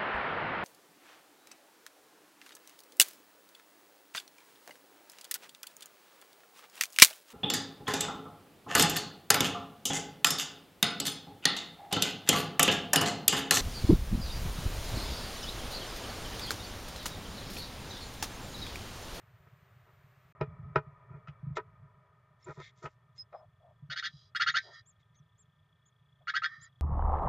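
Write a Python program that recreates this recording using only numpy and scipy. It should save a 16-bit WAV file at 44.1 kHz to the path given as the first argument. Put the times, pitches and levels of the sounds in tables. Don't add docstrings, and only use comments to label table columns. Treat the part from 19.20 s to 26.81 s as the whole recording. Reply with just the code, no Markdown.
import sys
import numpy as np
from scipy import signal
from scipy.fft import rfft, irfft, next_fast_len
from scipy.io import wavfile
from scipy.ndimage import uniform_filter1d

SR = 44100
rng = np.random.default_rng(int(sys.argv[2]) if len(sys.argv) > 2 else 0)


def waveform_to_disk(signal):
    frames = np.transpose(np.atleast_2d(signal))
    scaled = np.clip(frames, -1, 1) * 32767
    samples = np.round(scaled).astype(np.int16)
    wavfile.write(sys.argv[1], SR, samples)


N = 335601
T = np.arange(N) / SR

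# [f/Hz, level/dB]
RUMBLE_COLOUR = [(15, -42), (25, -21.5), (38, -15), (70, -9.5), (86, -0.5), (124, 5.5), (162, -1.5),
                 (188, -14), (272, -33), (330, -42.5), (430, -53.5), (730, -120)]
# [t/s, level/dB]
RUMBLE_LEVEL = [(0, -65), (1.17, -66.5), (1.35, -52.5), (1.7, -63), (2.55, -59), (2.9, -70.5), (4.7, -68),
                (5.9, -71), (7.6, -71)]
# [f/Hz, level/dB]
AIR_COLOUR = [(150, -44.5), (250, -31.5), (393, -15), (754, -16.5), (983, -4.5), (1090, -5.5), (1270, -0.5),
              (1510, -12), (2330, -17), (2970, -34.5), (6000, -47), (7800, -78), (13200, -120)]
# [f/Hz, width/Hz, level/dB]
AIR_MODES = [(420, 35, 2), (620, 57, 5.5), (985.3, 4.4, -0.5), (1236, 37, -6), (1836, 97, -7),
             (2292, 51, -7.5)]
# [t/s, level/dB]
AIR_LEVEL = [(1.15, -62), (2.3, -66.5), (3.0, -72), (4.5, -78), (7.6, -83)]
# [f/Hz, level/dB]
OPENING_COLOUR = [(150, -47), (250, -21), (291, -33), (380, -3), (502, -11), (610, -2.5), (829, -8.5),
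                  (1280, -2.5), (1410, -6), (1860, -6.5), (5080, -26.5), (7000, -28), (9100, -32.5),
                  (15400, -120)]
# [f/Hz, level/dB]
FIZZ_COLOUR = [(3000, -30), (8000, -20), (10500, -6), (12500, -2), (14500, 8), (15400, -1.5)]
# [f/Hz, level/dB]
FLOOR_COLOUR = [(200, -1), (1500, 1.5), (3000, -6), (5000, -14), (8000, -17.5), (15000, -21)]
# [f/Hz, r.m.s. level/dB]
HUM = [(1001, -97), (1200, -89), (1599, -92), (1798, -85), (2998, -102)]
# [t/s, level/dB]
WHINE_LEVEL = [(3.2, -90), (4.0, -85), (7.6, -75.5)]
# [f/Hz, width/Hz, level/dB]
WHINE_MODES = [(3370, 64, 9.5), (3400, 120, -19)]
OPENING_DB, OPENING_END_S = -69, 1.125
FRAME_HZ = 30.04

# [t/s, level/dB]
THUMPS = [(1.209, -27), (1.558, -26), (1.666, -43.5), (2.082, -37), (3.286, -40), (3.376, -41),
          (3.639, -40.5), (4.624, -42), (4.69, -44), (4.936, -46.5), (5.285, -50.5), (5.999, -51.5),
          (7.377, -54)]
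# [t/s, duration/s, level/dB]
FLURRIES = [(1.274, .06, -40.5), (1.388, .13, -39.5), (1.902, .06, -40), (2.23, .095, -33)]
TREAD_S, TREAD_SPREAD_DB = 0.0375, 1.2
# [t/s, duration/s, level/dB]
CUP_STIRS = [(4.123, 0.056, -42), (4.15, .12, -56.5), (4.39, .16, -62.5), (4.707, 0.051, -61),
             (5.348, 0.031, -63.5), (5.423, .13, -57.5), (7.0, 0.04, -67.5)]
# [f/Hz, width/Hz, level/dB]
CUP_MODES = [(622, 40, 10), (675, 47, 5.5), (887, 29, -6.5), (990, 15, -7)]
CALL_IN_CUP_DB = -41.5

# [t/s, duration/s, stalk level/dB, feather swish level/dB]
RUSTLES = [(2.353, 0.036, -49.5, -57), (3.176, 0.27, -72, -74), (3.38, 0.14, -54, -69),
           (3.549, 0.083, -76, -73.5), (3.616, 0.068, -69, -62.5), (3.66, 0.1, -89, -83),
           (3.948, 0.068, -78, -71.5), (4.092, .12, -78, -96), (5.789, 0.041, -76, -86),
           (5.935, 0.036, -76.5, -89.5)]
# [f/Hz, width/Hz, level/dB]
STRAW_MODES = [(1208, 55, -11), (1830, 42, 2.5), (2090, 92, 3.5), (3220, 41, -8.5), (3460, 86, -5),
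               (3720, 81, -5.5), (3920, 26, -10), (4230, 68, -12), (4900, 39, -15.5), (5780, 35, -14.5),
               (6460, 71, -18.5), (7380, 41, -25.5)]
# [f/Hz, level/dB]
STALK_COLOUR = [(700, -24.5), (1500, 0.5), (3700, 4.0), (6500, -6.5), (8300, -42.0)]
FEATHER_COLOUR = [(1000, -17), (2500, -5.5), (3700, -4), (5500, 0), (7500, -2.0), (8300, -36.0)]

# [t/s, level/dB, hollow lows/dB, woody mids/dB, crack/dB]
KNOCKS = [(1.2109, -23, 4, -15.5, -3), (1.558, -16, 2.5, 0.5, -2), (2.073, -57, -21, 12, 18.5),
          (2.082, -57, -21, -1, 24.5), (2.3687, -25.5, 1, -3.5, 1.5), (2.38, -33, 4.5, -0.5, -32),
          (3.636, -62, -6, 8, 2), (3.657, -42.5, -11, 1.5, 15.5), (4.128, -47.5, -30, -2, -7)]
# [t/s, duration/s, level/dB]
SCUFFS = [(0.256, 0.041, -63.5), (0.65, 0.077, -65), (1.884, 0.12, -57.5), (3.257, 0.079, -44),
          (3.358, 0.081, -49), (3.618, 0.071, -43.5), (5.402, 0.15, -64)]
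# [f/Hz, level/dB, 60 dB decay time/s, left minus right/dB]
WOOD_MODES = [(370, -8, 0.06, 2.5), (433, -10.5, 0.11, 2), (490, -14.5, 0.064, 1.5), (634, -8, 0.087, 2),
              (837, -15.5, 0.091, 0.5), (977, -8.5, 0.078, -3.5), (1265, -2, 0.084, -1.5),
              (1365, -2.5, 0.055, 0), (1496, -13.5, 0.08, 1.5), (1584, -14, 0.03, 0.5),
              (1865, -12, .045, -0.5), (2190, -21, 0.057, 2), (2431, -19.5, 0.095, 2),
              (2770, -32.5, 0.066, 4), (3700, -42.5, .046, 3), (3900, -31, 0.042, 1),
              (5170, -34, 0.046, -1.5)]
# [f/Hz, level/dB]
CRACK_COLOUR = [(300, -7.5), (1300, -9), (2500, -4), (4000, -22.5), (5500, -25), (7500, -42), (9000, -70),
                (15000, -64.5)]
# [f/Hz, level/dB]
GRIT_COLOUR = [(300, 8.0), (600, 2.5), (1000, 4.0), (1300, -2.5), (2100, 7), (4000, -22.0)]
SNAP_COLOUR = [(3000, -16.5), (8000, 8), (12000, -5), (15000, -13)]
SLIDE_LEAD_S, SLIDE_S, SLIDE_WOOD_DB, SLIDE_STRAW_DB = 0.011, 0.055, -18, -44

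# [t/s, duration/s, throat band level/dB, hiss level/dB]
HISSES = [(4.861, 0.25, -89, -65), (5.379, 0.14, -65, -59), (5.492, 0.13, -58, -60),
          (7.256, 0.15, -53, -67), (7.385, 0.11, -60, -68.5)]
# [f/Hz, width/Hz, level/dB]
THROAT_MODES = [(1337, 110, -1.5), (1608, 60, -6.5), (1920, 60, 5.5), (2130, 66, 3)]
# [f/Hz, width/Hz, level/dB]
HISS_MODES = [(3260, 40, 1), (3430, 47, -1.5), (3946, 130, 0), (4780, 52, 4.5), (5100, 80, -6.5),
              (4950, 18, -1), (5410, 35, -17.5), (6000, 68, -19)]
# [f/Hz, level/dB]
HISS_COLOUR = [(1530, -64.5), (2600, -2), (2930, -43), (3080, 1), (3260, 16.5), (3600, -20), (3900, 23.5),
               (4300, 10), (5050, 19.5), (5390, -46.5), (5510, -29.5), (6680, -31), (7530, -38),
               (9790, -65.5), (16600, -120)]
HISS_TAPER = 0.98
HELD_HZ, HELD_DB = 1826, 2.5

# [t/s, duration/s, top f/Hz, level/dB]
PEEPS = [(3.224, .016, 5430, -62.5), (3.24, 0.017, 7260, -60), (5.313, 0.031, 6750, -61),
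         (5.52, 0.04, 6650, -71), (5.656, 0.065, 7490, -63), (5.943, 0.064, 6560, -72.5),
         (6.176, 0.06, 7480, -67), (6.654, 0.042, 7030, -68), (7.407, 0.059, 7260, -57.5)]
# [t/s, duration/s, level/dB]
WHISTLES = [(3.978, 0.051, -41), (4.14, 0.077, -73.5)]
WHISTLE_HZ = 5117
SAG_HZ_PER_S = 22000

# [first f/Hz, last f/Hz, overtone level/dB, rasp 0-1, calls as (t/s, duration/s, level/dB)]
CALL_BURSTS = [(1454, 1910, -1.5, 0.76, [(4.698, 0.039, -36.5), (4.758, 0.044, -34.5),
               (4.824, 0.053, -33.5)]), (1291.3, 1880, -5.5, .48, [(5.148, 0.028, -29),
               (5.196, 0.041, -23.5), (5.261, .045, -23.5), (5.339, .05, -24)]),
               (1255, 1800, -9.5, 0.46, [(7.071, .037, -29), (7.136, 0.046, -25.5), (7.218, 0.047, -26.5)])]
# [f/Hz, width/Hz, level/dB]
BOX_AIR = [(1292, 55, -3), (1400, 38, -3), (1565, 26, 1), (1767, 40, -4), (1927, 80, -1), (2030, 45, -7),
           (2193, 25, -11), (2827, 25, -6), (2965, 60, -6), (3327, 28, 4), (3626, 45, -2), (3778, 43, -2),
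           (4400, 150, -2), (4974, 45, 3), (5720, 90, -5), (6300, 90, -3)]
# [f/Hz, level/dB]
OVERTONE_COLOUR = [(1500, -15), (2300, 3.5), (2600, -1), (3300, 0), (4300, 4.5), (5100, 1), (5700, -1.5),
                   (6600, -3), (7400, -8.5), (8300, -54)]
RASP_DEPTH, RASP_AT_ONSET = 0.19, 0.35

# [f/Hz, left minus right/dB]
LEAN = [(100, -.4), (500, -1), (850, -2), (1300, 1), (1700, 1.5), (2100, 4), (2700, 3), (3400, -1),
        (4500, -1.5), (7000, 0)]
CUTOFF_HZ = 15500


def from_db(db):
    return 10 ** (np.asarray(db) / 20)


def rms_one(x):
    return x / np.sqrt(np.mean(x ** 2) + 1e-20)


def colour(x, points):
    hz, db = np.transpose(points)
    size = next_fast_len(len(x) + 2000)
    f = np.maximum(np.arange(size // 2 + 1) * SR / size, 1)
    gain = from_db(np.interp(np.log(f), np.log(hz), db))
    return irfft(rfft(x, size) * gain, size)[:len(x)]


def noise(points):
    return rms_one(colour(rng.standard_normal(N), points))


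def band(x, low_hz, high_hz):
    sos = signal.butter(4, [low_hz, min(high_hz, 0.45 * SR)], "band", fs=SR, output="sos")
    return signal.sosfilt(sos, x)


def flutter(hz):
    return rms_one(signal.sosfilt(signal.butter(2, hz, fs=SR, output="sos"), rng.standard_normal(N)))


def resonate(x, modes):
    out = 0
    for hz, width, db in modes:
        r = np.exp(-np.pi * width / SR)
        poles = [1, -2 * r * np.cos(2 * np.pi * hz / SR), r * r]
        out = out + from_db(db) * (1 - r * r) / 2 * signal.lfilter([1, 0, -1], poles, x)
    return out


def ring(x, hz, t60):
    r, w = np.exp(-np.log(1000) / (t60 * SR)), 2 * np.pi * hz / SR
    return signal.lfilter([0, np.sin(w)], [1, -2 * r * np.cos(w), r * r], x + 1e-18)


def clicks(times, db):
    return np.bincount((times * SR).astype(int), from_db(db), N)[:N]


def swells(times, lengths, levels_db, taper=1.4):
    out = np.zeros(N)
    for s, length, db in zip(times, lengths, levels_db):
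        part = out[int(s * SR):int((s + length) * SR)]
        part += from_db(db) * np.abs(np.sin(np.linspace(0, np.pi, len(part)))) ** taper
    return out


def pan(x, db):
    return x * from_db([[db / 2], [-db / 2]])


def reflections(x, t60):
    t = T[:SR // 6]
    tail = rng.standard_normal(len(t)) * np.exp(-np.log(1000) * t / t60)
    return signal.fftconvolve(x, tail / np.linalg.norm(tail))[:N]


def calls():
    return [(*call, *voice) for *voice, burst in CALL_BURSTS for call in burst]


def slides(db):
    events = [(s - SLIDE_LEAD_S, SLIDE_S, knock_db + db) for s, knock_db, *_ in KNOCKS]
    return swells(*np.transpose(events))


def treads():
    pushes = []
    for s, length, db in FLURRIES:
        for after in np.arange(0, length, TREAD_S):
            pushes.append((s + after, db + TREAD_SPREAD_DB * rng.standard_normal()))
    return pushes


def background(rumble_db=2, air_db=1, fizz_db=-83, floor_db=-83):
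    rumble_level = np.interp(T, *np.transpose(RUMBLE_LEVEL)) + rumble_db + 2.7 * flutter(27)
    rumble = noise(RUMBLE_COLOUR) * from_db(rumble_level)

    outside = noise(AIR_COLOUR)
    air_gain = from_db(np.interp(T, *np.transpose(AIR_LEVEL)) + air_db)
    air = rms_one(0.2 * outside + resonate(outside, AIR_MODES)) * air_gain
    opening = noise(OPENING_COLOUR) * from_db(OPENING_DB) + noise(FIZZ_COLOUR) * from_db(fizz_db)

    hum = 0
    for hz, db in HUM:
        hum = hum + np.sqrt(2) * from_db(db) * np.sin(2 * np.pi * hz * T + 0.5 * flutter(10))
    pulse = 0.5 + 0.5 * np.cos(2 * np.pi * FRAME_HZ * (T - 0.004))
    whine = rms_one(band(resonate(rng.standard_normal(N), WHINE_MODES), 3050, 3850))
    whine = whine * pulse * from_db(np.interp(T, *np.transpose(WHINE_LEVEL)))

    width = pan(noise(FLOOR_COLOUR), db=-1.5) * [[1], [-1]] * from_db(-93.5)
    floor = from_db(floor_db) * noise(FLOOR_COLOUR) + width
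    return rumble + np.where(T < OPENING_END_S, opening, air + whine + hum) + floor


def nest_floor(thump_db=0, flex_db=-8):
    push = clicks(*np.transpose(THUMPS + treads()))
    boom = 2 * resonate(ring(push, hz=145.95, t60=0.085), [(141.0, 36, 0.0041)])
    flex = from_db(flex_db) * band(ring(push, hz=85.0, t60=0.077), 45, 110)
    stirred = CUP_STIRS + [(s, length, db + CALL_IN_CUP_DB) for s, length, db, *_ in calls()]
    hollow = rms_one(band(resonate(rng.standard_normal(N), CUP_MODES), 520, 1400))
    hollow = hollow * swells(*np.transpose(stirred))
    return from_db(thump_db) * (boom + flex) + pan(hollow, db=2.0)


def straw(grain_db=4.0):
    s, length, stalks_db, feather_db = np.transpose(RUSTLES)
    grains = rng.standard_normal(N) * from_db(grain_db * flutter(500))
    stalks = rms_one(colour(resonate(grains, STRAW_MODES), STALK_COLOUR))
    feathers = rms_one(colour(grains, FEATHER_COLOUR))
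    stalk_envelope = swells(s, length, stalks_db) + slides(SLIDE_STRAW_DB)
    return stalks * stalk_envelope + feathers * swells(s, length, feather_db)


def wood(knock_db=-0.5, crack_db=-3, scuff_db=0, snap_db=-36):
    s, db, hollow_db, mids_db, hard_db = np.transpose(KNOCKS)
    grit = colour(rng.standard_normal(N) * from_db(4 * flutter(250)), GRIT_COLOUR)
    struck, rubbed = 0, 0
    for k, (hz, mode_db, t60, side_db) in enumerate(WOOD_MODES):
        sign = (-1) ** k
        emphasis_db = hollow_db * (hz < 550) + mids_db * (1150 < hz < 2000)
        blows = clicks(s, db + mode_db + emphasis_db + rng.standard_normal(len(s)))
        struck = struck + pan(ring(blows, hz, t60), side_db) * sign
        rubbed = rubbed + pan(ring(grit, hz, t60), side_db) * from_db(mode_db) * sign
    crack = colour(reflections(clicks(s, db + hard_db), t60=0.079), CRACK_COLOUR)
    crack = crack * from_db(crack_db + 24.0)
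    snap = colour(reflections(clicks(np.array([5.158]), [snap_db]), t60=0.11), SNAP_COLOUR)
    scuff_envelope = swells(*np.transpose(SCUFFS)) + slides(SLIDE_WOOD_DB)
    scuffs = from_db(scuff_db) * rms_one(rubbed) * scuff_envelope
    return from_db(knock_db) * struck + crack + snap + scuffs


def hisses(hiss_db=0, smooth_db=-11, throat_db=-2):
    throat = rms_one(resonate(band(rng.standard_normal(N), 1130, 1900), THROAT_MODES)) * from_db(throat_db)
    reedy = rms_one(band(resonate(rng.standard_normal(N), HISS_MODES), 3000, 6500))
    hiss = rms_one(reedy + from_db(smooth_db) * noise(HISS_COLOUR))
    hiss = hiss * from_db(hiss_db + 1.2 * flutter(120))
    s, length, low_db, high_db = np.transpose(HISSES)
    return throat * swells(s, length, low_db, HISS_TAPER) + hiss * swells(s, length, high_db, HISS_TAPER)


def held_tones(waver_hz=42, echo_db=-5):
    s, length, throat_db, _ = np.transpose(HISSES)
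    phase = 2 * np.pi * np.cumsum(HELD_HZ + waver_hz * flutter(370)) / SR
    out = swells(s, length, throat_db + HELD_DB) * np.sin(phase)
    return pan(out + from_db(echo_db) * reflections(out, t60=0.07), db=-4)


def peeps(waver_hz=45, echo_db=-6):
    out, waver = np.zeros(N), flutter(200)
    arched = [(s, length, hz, SAG_HZ_PER_S * length, db) for s, length, hz, db in PEEPS]
    level = [(s, length, WHISTLE_HZ, 0, db) for s, length, db in WHISTLES]
    for s, length, top_hz, sag_hz, db in arched + level:
        at = slice(int(s * SR), int((s + length) * SR))
        u = np.linspace(-1, 1, at.stop - at.start)
        pitch = top_hz - sag_hz * u * u + waver_hz * waver[at]
        out[at] += from_db(db) * (1 - u * u) * np.sin(2 * np.pi * np.cumsum(pitch) / SR)
    return out + from_db(echo_db) * reflections(out, t60=0.036)


def raspy_calls(rasp_hz=800, shimmer_db=5.0, fall_db=-7.5, swell=0.46, direct_db=-10, echo_db=-12, spit_db=-12):
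    low, high = np.zeros(N), np.zeros(N)
    wobble, shimmer = flutter(rasp_hz), from_db(shimmer_db * flutter(540))
    spit = from_db(spit_db) * 2 * rng.standard_normal(N)
    spans = []
    for s, length, db, first_hz, last_hz, over_db, rasp in calls():
        at = slice(int(s * SR), int((s + length) * SR))
        u = np.linspace(0, 1, at.stop - at.start)
        effort = np.abs(np.sin(np.pi * u ** 1.71))
        scatter = RASP_DEPTH * rasp * (RASP_AT_ONSET + (1 - RASP_AT_ONSET) * effort)
        pitch = (first_hz + (last_hz - first_hz) * u ** 1.05) * (1 + scatter * wobble[at])
        phase = 2 * np.pi * np.cumsum(pitch) / SR
        low[at] = np.sin(phase) * np.abs(np.sin(np.pi * u)) ** 0.12 * shimmer[at]
        overtones = sum(from_db(fall_db * (k - 2.5)) * np.sin(k * phase + k * k) for k in range(2, 6))
        high[at] = (overtones + spit[at]) * effort ** swell * shimmer[at]
        spans.append((at, db, db + over_db))

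    fundamental = band(band(low, 1153, 2600), 1153, 2600)
    voice = []
    for k, part in enumerate([fundamental, colour(high, OVERTONE_COLOUR)]):
        echo = from_db(echo_db) * reflections(part, t60=0.081)
        boxed = from_db(direct_db) * part + resonate(part, BOX_AIR) + echo
        gain = np.zeros(N)
        for at, *levels in spans:
            gain[at.start:] = from_db(levels[k] - 5.0) / np.std(boxed[at])
        voice.append(boxed * uniform_filter1d(gain, size=200))
    return pan(voice[0], db=-1.5) + pan(voice[1], db=0.0)


def scene(wall_db=-17, wall_lag_s=0.00024):
    dip = 1 - ((T > OPENING_END_S) & (T < 1.15))
    surroundings = background() * dip + nest_floor() + straw() + wood()
    left, right = surroundings + hisses() + held_tones() + peeps() + raspy_calls()
    wall = from_db(wall_db) * np.interp(T - wall_lag_s, T, band((left + right) / 2, 500, 9000))
    hz, lean_db = np.transpose(LEAN)
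    left = colour(left + wall, np.c_[hz, lean_db / 2])
    right = colour(right - wall, np.c_[hz, -lean_db / 2])
    return np.array([left, right])


def record(dry):
    return signal.sosfilt(signal.ellip(10, 0.1, 80, CUTOFF_HZ, fs=SR, output="sos"), dry)


dry = scene()
out = record(dry)
waveform_to_disk(out)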